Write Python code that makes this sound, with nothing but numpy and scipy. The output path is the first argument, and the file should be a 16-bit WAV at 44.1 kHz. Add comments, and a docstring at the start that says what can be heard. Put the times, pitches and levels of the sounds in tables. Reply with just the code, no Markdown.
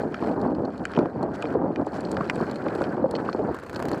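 """A bicycle rolls over a wooden plank bridge while gusty wind buffets the microphone riding on it.
Turbulence gives a fluttering roar with pops. Rolling contact makes the tyres rumble, hiss and scrape
on grit, and impacts excite damped modes: planks thump, the mount and frame knock, and the chain and
a loose fitting tick and rattle. Near the end the rider coasts and the freewheel clicks ever faster."""
import sys
import numpy as np
from scipy import signal
from scipy.fft import rfft, irfft
from scipy.io import wavfile
from scipy.ndimage import uniform_filter1d

SR = 44100
rng = np.random.default_rng(int(sys.argv[2]) if len(sys.argv) > 2 else 0)


def log_audio(samples):
    """Write samples as a 16-bit WAV file to the path given in sys.argv[1]."""
    # one column per channel
    frames = np.atleast_2d(samples).T
    # limit to full scale, then quantise
    limited = np.clip(frames, -1, 1)
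    pcm = np.round(limited * 32767).astype(np.int16)
    wavfile.write(sys.argv[1], SR, pcm)


N = 176400

# Levels within a spectrum or a set of modes are relative; spectra give density.
# strength of the wind: t/s, level/dB
GUSTS = [(0, -29), (0.05, -26.5), (0.11, -34.5), (0.19, -33), (0.22, -29), (0.3, -20.5), (0.36, -29.5),
         (0.44, -20), (0.54, -28), (0.68, -26), (0.75, -38.5), (0.81, -29.5), (0.91, -41), (0.98, -20.5),
         (1.04, -22), (1.09, -37.5), (1.23, -23), (1.33, -33.5), (1.42, -32.5), (1.57, -23), (1.71, -25),
         (1.76, -35), (1.8, -18), (1.85, -37.5), (1.95, -30), (2.2, -27.5), (2.33, -29), (2.41, -27),
         (2.58, -33), (2.67, -29.5), (3.04, -27), (3.09, -30), (3.15, -25.5), (3.37, -32), (3.41, -24.5),
         (3.51, -24), (3.57, -43), (3.76, -37.5), (3.82, -28.5), (3.93, -27), (4.0, -33)]
# spectrum of the turbulence: f/Hz, level/dB
WIND_SPECTRUM = [(25, -44.5), (50, -27), (70, -8), (110, -7), (170, -1.5), (260, 0), (380, -1), (600, -5.5),
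                 (900, -13.5), (1400, -26), (2000, -42.5), (3000, -75), (9000, -73.5)]
# eddies that pop on the microphone: t/s, peak level/dB
POPS = [(.225, -14), (.247, -16), (.377, -14.5), (.518, -18), (.582, -17), (1.057, -13), (1.238, -15.5),
        (1.555, -12), (1.57, -16), (1.623, -18), (1.82, -13.5), (2.425, -17), (3.059, -12.5),
        (3.348, -12.5), (3.443, -28), (3.935, -13)]
# heavily damped modes of a pop: f/Hz, level/dB, T60/s
POP_MODES = [(288.5, 1.5, .014), (669, 0, 0.0074)]
# treble envelope, followed by tyre noise and rattle: t/s, level/dB
TREBLE = [(0, -62.5), (0.08, -71), (0.27, -61.5), (0.34, -69), (0.6, -75), (0.97, -66.5), (1.06, -74.5),
          (1.3, -77.5), (1.4, -66), (1.53, -66), (1.59, -81), (1.87, -69.5), (2.0, -66), (2.42, -61.5),
          (2.6, -67), (2.83, -61.5), (3.05, -76.5), (3.27, -64), (3.45, -69.5)]
# spectrum of the tyre rumble: f/Hz, level/dB
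RUMBLE_SPECTRUM = [(40, -27), (70, -4.5), (200, 1.5), (1100, -6.5), (1550, -1), (2000, -16), (3000, -32.5),
                   (12000, -54)]
# spectrum of the tyre hiss: f/Hz, level/dB
HISS_SPECTRUM = [(1500, 19), (3000, -16), (4500, 9), (6000, 0), (7800, 3.5), (9000, -3.5), (11000, -6.5),
                 (15000, -16.5)]
# impacts on raised planks: t/s, relative peak level/dB
THUMPS = [(0.034, -17.5), (0.975, -8.5), (0.989, -9.5), (1.441, -16), (1.549, -12), (1.869, -15),
          (2.404, -15.5), (2.664, -15.5), (2.809, -14), (2.979, -16), (3.041, -8), (3.138, -15.5),
          (3.392, -13)]
# low modes of deck and frame: f/Hz, level/dB, T60/s
DECK_MODES = [(168, -12, 0.096), (252, -13, 0.022), (332.6, 0, 0.09), (481, -2, 0.1), (586, -1.5, 0.064),
              (777, 1, 0.023), (912, -0.5, 0.014)]
# hard knocks of the mount: t/s, peak level/dB
KNOCKS = [(.1435, -20), (.8535, -15.5), (.936, -26.5), (.95, -29), (.9645, -23.5), (.9895, -22.5),
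          (1.057, -35), (1.425, -20), (1.454, -25.5), (1.759, -23), (2.169, -18), (2.2983, -7.5),
          (2.684, -26), (2.84, -23.5), (3.152, -24), (3.329, -30)]
# modes of the mount: f/Hz, level/dB, T60/s
MOUNT_MODES = [(1040, -5.5, 0.027), (1305, 3.5, 0.019), (1487, 13, 0.0049), (2027, 3, 0.0078),
               (2424, -3, 0.027), (3035, -4, 0.014), (3400, -3.5, 0.0047), (4670, -10, 0.0097),
               (5450, -15.5, 0.012), (7460, -30, .009)]
# sharp ticks of the chain: t/s, peak level/dB
TICKS = [(.415, -37.5), (.779, -39.5), (.853, -29), (.918, -37), (1.228, -40), (1.423, -32.5), (1.866, -40),
         (2.007, -35), (2.116, -26), (2.298, -28), (2.357, -34.5), (2.513, -32), (2.558, -41),
         (2.751, -34.5), (2.818, -33), (3.111, -32.5), (3.747, -32.5)]
# modes of the chain: f/Hz, level/dB, T60/s
CHAIN_MODES = [(4050, 13, 0.0047), (4390, 5, 0.015), (7250, 9.5, 0.005), (7950, -1, 0.015),
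               (8950, -4.5, 0.0048), (9600, -3.5, 0.0065), (12400, -16, .012)]
# clinks of a loose metal fitting: t/s, peak level/dB
CLINKS = [(.549, -42), (.652, -38.5), (1.229, -42), (2.051, -31.5), (2.558, -34), (2.840, -34),
          (3.153, -25.5), (3.163, -32.5), (3.296, -36), (3.329, -33), (3.76, -27), (3.891, -35.5),
          (3.932, -33.5)]
# modes of that metal part: f/Hz, level/dB, T60/s
METAL_MODES = [(2580, -4, 0.038), (3010, 2, 0.015), (4317, 11.5, 0.021), (4846, -2, 0.028),
               (5200, -13, 0.011), (7750, -14.5, 0.035)]
# hollow clunks of the frame: t/s, peak level/dB
CLUNKS = [(2.209, -16.5), (2.666, -21), (2.819, -20.5), (3.289, -14)]
# modes of the frame: f/Hz, level/dB, T60/s
FRAME_MODES = [(1130, 5, 0.017), (1450, -2, 0.012)]
# scrapes of the tyre on grit: t/s, duration/s, level/dB
SCRAPES = [(.92, 0.1, -63), (1.334, 0.031, -52.5), (1.932, 0.047, -51)]
# spectrum of the grit: f/Hz, level/dB
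GRIT_SPECTRUM = [(900, -3), (1700, 4), (3000, 4), (4500, 2), (6200, -2), (7800, -5), (10000, -12),
                 (15000, -33)]
# spectrum of a pawl click: f/Hz, level/dB
PAWL_SPECTRUM = [(1000, 13), (1550, 12), (2100, 1), (3600, -9.5), (4300, -4.5), (5600, -13), (6400, -10),
                 (7800, -11.5), (9000, -16), (9900, -14), (12300, -26), (14000, -14), (15000, -37)]

GRAIN_HZ = 449  # rate of the level fluctuation that roughens hiss, grit and clicks


def undb(db):
    """Amplitude ratio of a level in decibels."""
    return 10 ** (np.asarray(db) / 20)


def unit(x):
    """Normalisation to rms 1."""
    return x / np.sqrt(np.mean(x ** 2))


def curve(rows):
    """Linear interpolation of (t/s, value) rows at every sample."""
    return np.interp(np.arange(N) / SR, *np.array(rows).T)


def flutter(spread_db, rate_hz):
    """Random amplitude modulation: a gain whose level wanders smoothly by spread_db rms."""
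    hold = max(int(SR / rate_hz), 1)
    steps = np.repeat(rng.standard_normal(N // hold + 1), hold)
    smooth = uniform_filter1d(uniform_filter1d(steps, hold), hold // 2 + 1)
    return undb(spread_db * unit(smooth[:N]))


def noise(spectrum):
    """Spectral shaping of white noise by (f/Hz, level/dB) rows; rms 1."""
    hz, db = np.array(spectrum).T
    f = np.arange(N // 2 + 1) * SR / N
    gain = undb(np.interp(np.log(f + 1), np.log(hz), db))
    return unit(irfft(rfft(rng.standard_normal(N)) * gain, N))


def ring(modes, scatter_db, detune, buzz):
    """Modal superposition: one blow, of peak 1, is a sum of damped sines roughened by a brief crack."""
    crack_db, crack_s = -12, 0.0033
    t = np.arange(SR // 10) / SR
    out = 0
    for (hz, db, t60), (level_draw, pitch_draw) in zip(modes, rng.standard_normal((len(modes), 2))):
        lowpass = signal.butter(3, min(hz / 3, SR / 4), fs=SR, output="sos")
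        rough = unit(signal.sosfilt(lowpass, rng.standard_normal(len(t))))
        decay = (1 + buzz * rough) * np.exp(-np.log(1000) * t / t60)
        crack = undb(crack_db) * rough * np.exp(-t / crack_s)
        onset = 1 - np.exp(-(2 * t * hz) ** 2)
        gain = rng.choice([-1, 1]) * undb(db + scatter_db * level_draw)
        tone = np.sin(2 * np.pi * hz * (1 + detune * pitch_draw) * t)
        out = out + gain * onset * (decay + crack) * tone
    return out / np.abs(out).max()


def strike(events, modes, scatter_db=4.0, detune=0.01, buzz=0):
    """Impulse excitation: the modes ring, a little differently, at each (t/s, peak level/dB)."""
    out = np.zeros(N + SR)
    for start_s, db in events:
        blow = ring(modes, scatter_db, detune, buzz)
        i = int(np.clip(start_s * SR, 0, N))
        out[i:i + len(blow)] += undb(db) * blow
    return out[:N]


def patter(modes, taps_per_s=88):
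    """Shot noise: small impulses at random times excite the modes; rms 1."""
    when, chance = rng.random((int(taps_per_s * N / SR), 2)).T
    taps = zip(when * N / SR, np.minimum(-np.log(chance), 3))
    return unit(strike(taps, modes, scatter_db=-0.5, detune=0.041))


def wind():
    """Turbulent pressure at the microphone: eddies swell band by band, and the hardest ones pop."""
    eddy_db, bass_db_per_db = 2.5, -0.4
    gust_db = curve(GUSTS)
    air, bands = noise(WIND_SPECTRUM), 0
    for edge_hz in (150, 300, 600, 1200):
        band = signal.sosfiltfilt(signal.butter(4, edge_hz, fs=SR, output="sos"), air)
        air = air - band
        swell = flutter(eddy_db, edge_hz / 4)
        if edge_hz == 150:  # the share of bass falls in a gust, so gusts are brighter
            swell = undb(bass_db_per_db * (gust_db - gust_db.mean()))
        bands = bands + band * swell
    bands = bands + air * flutter(eddy_db, 370)
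    roar = unit(bands * flutter(1.87, 100.04))
    sputter = undb(-5.5) * patter(POP_MODES)
    return unit(roar + sputter) * undb(gust_db) + strike(POPS, POP_MODES, detune=0.11)


def tyres():
    """Rolling noise: uneven contact with the boards gives a rumble and a crackling hiss."""
    treble_db = curve(TREBLE)
    rumble_db = -42.5 + 0.68 * (treble_db - treble_db.mean())
    rumble = unit(noise(RUMBLE_SPECTRUM) * flutter(4, 45)) * undb(rumble_db)
    hiss = noise(HISS_SPECTRUM) * flutter(3.3, GRAIN_HZ) * undb(treble_db + 8.5)
    return rumble + hiss


def rattle():
    """Contact chatter: shaking taps the loose metal and the mount in a dense random stream."""
    shaking = undb(2) * patter(METAL_MODES) + undb(12.5) * patter(MOUNT_MODES)
    return undb(curve(TREBLE)) * shaking


def planks():
    """Impact excitation: the tyres thump on raised boards, each with its own pitch."""
    return undb(-0.5) * strike(THUMPS, DECK_MODES, detune=0.081)


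def jolts():
    """Free vibration: jolted parts ring in their own modes, and the loose one buzzes as it rings."""
    mount = strike(KNOCKS, MOUNT_MODES, scatter_db=3.0)
    chain = strike(TICKS, CHAIN_MODES)
    loose_metal = strike(CLINKS, METAL_MODES, buzz=0.17)
    frame = strike(CLUNKS, FRAME_MODES)
    return mount + chain + loose_metal + frame


def scrapes():
    """Friction noise: grit crackles under the tyre in short, rounded swells."""
    t, swell = np.arange(N) / SR, 0
    for start_s, duration_s, db in SCRAPES:
        position = 2 * (t - start_s) / duration_s - 1  # -1 to 1 across the scrape
        swell = swell + undb(db) * np.sqrt(np.maximum(1 - position ** 2, 0))
    return swell * unit(noise(GRIT_SPECTRUM) * flutter(3.5, GRAIN_HZ))


def freewheel():
    """Ratchet impacts: pawls snap ever faster and harder, each ringing the hub in a gritty burst."""
    click_s, first_gap_s, steady_gap_s, shrink = 3.5438, 0.043, 0.0302, 0.66
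    rise_s, decay_s, tail_s, tail_db = 0.0015, 0.005, 0.025, -18.5
    t, envelope = np.arange(N) / SR, 0
    for k in range(15):
        age = np.maximum(t - click_s, 0)
        force = 1 - shrink ** (k + 2)
        onset = 1 - np.exp(-(age / rise_s) ** 2)
        decay = np.exp(-age / decay_s) + undb(tail_db) * np.exp(-age / tail_s)
        envelope = envelope + force * onset * decay
        click_s += steady_gap_s + (first_gap_s - steady_gap_s) * shrink ** k
    return undb(-28) * envelope * unit(noise(PAWL_SPECTRUM) * flutter(5, GRAIN_HZ))


def scene():
    """Superposition: all sources add in the middle, with a faint rush in antiphase between the ears."""
    side = undb(-83.5) * noise([(300, 23), (1000, 16.0), (3000, 11), (14000, 4)])
    middle = wind() + tyres() + rattle() + planks() + jolts() + scrapes() + freewheel()
    return middle + side * np.array([[1], [-1]])


def record(dry):
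    """Band limiting and soft saturation: the deepest rumble and the top are cut, loud peaks rounded."""
    low_hz, top_hz, ceiling = 42, 15200, 0.91
    lean = signal.sosfilt(signal.butter(2, low_hz, "high", fs=SR, output="sos"), dry)
    rounded = ceiling * np.tanh(lean / ceiling)
    return signal.sosfilt(signal.ellip(8, .2, 70, top_hz, fs=SR, output="sos"), rounded)


dry = scene()
out = record(dry)
log_audio(out)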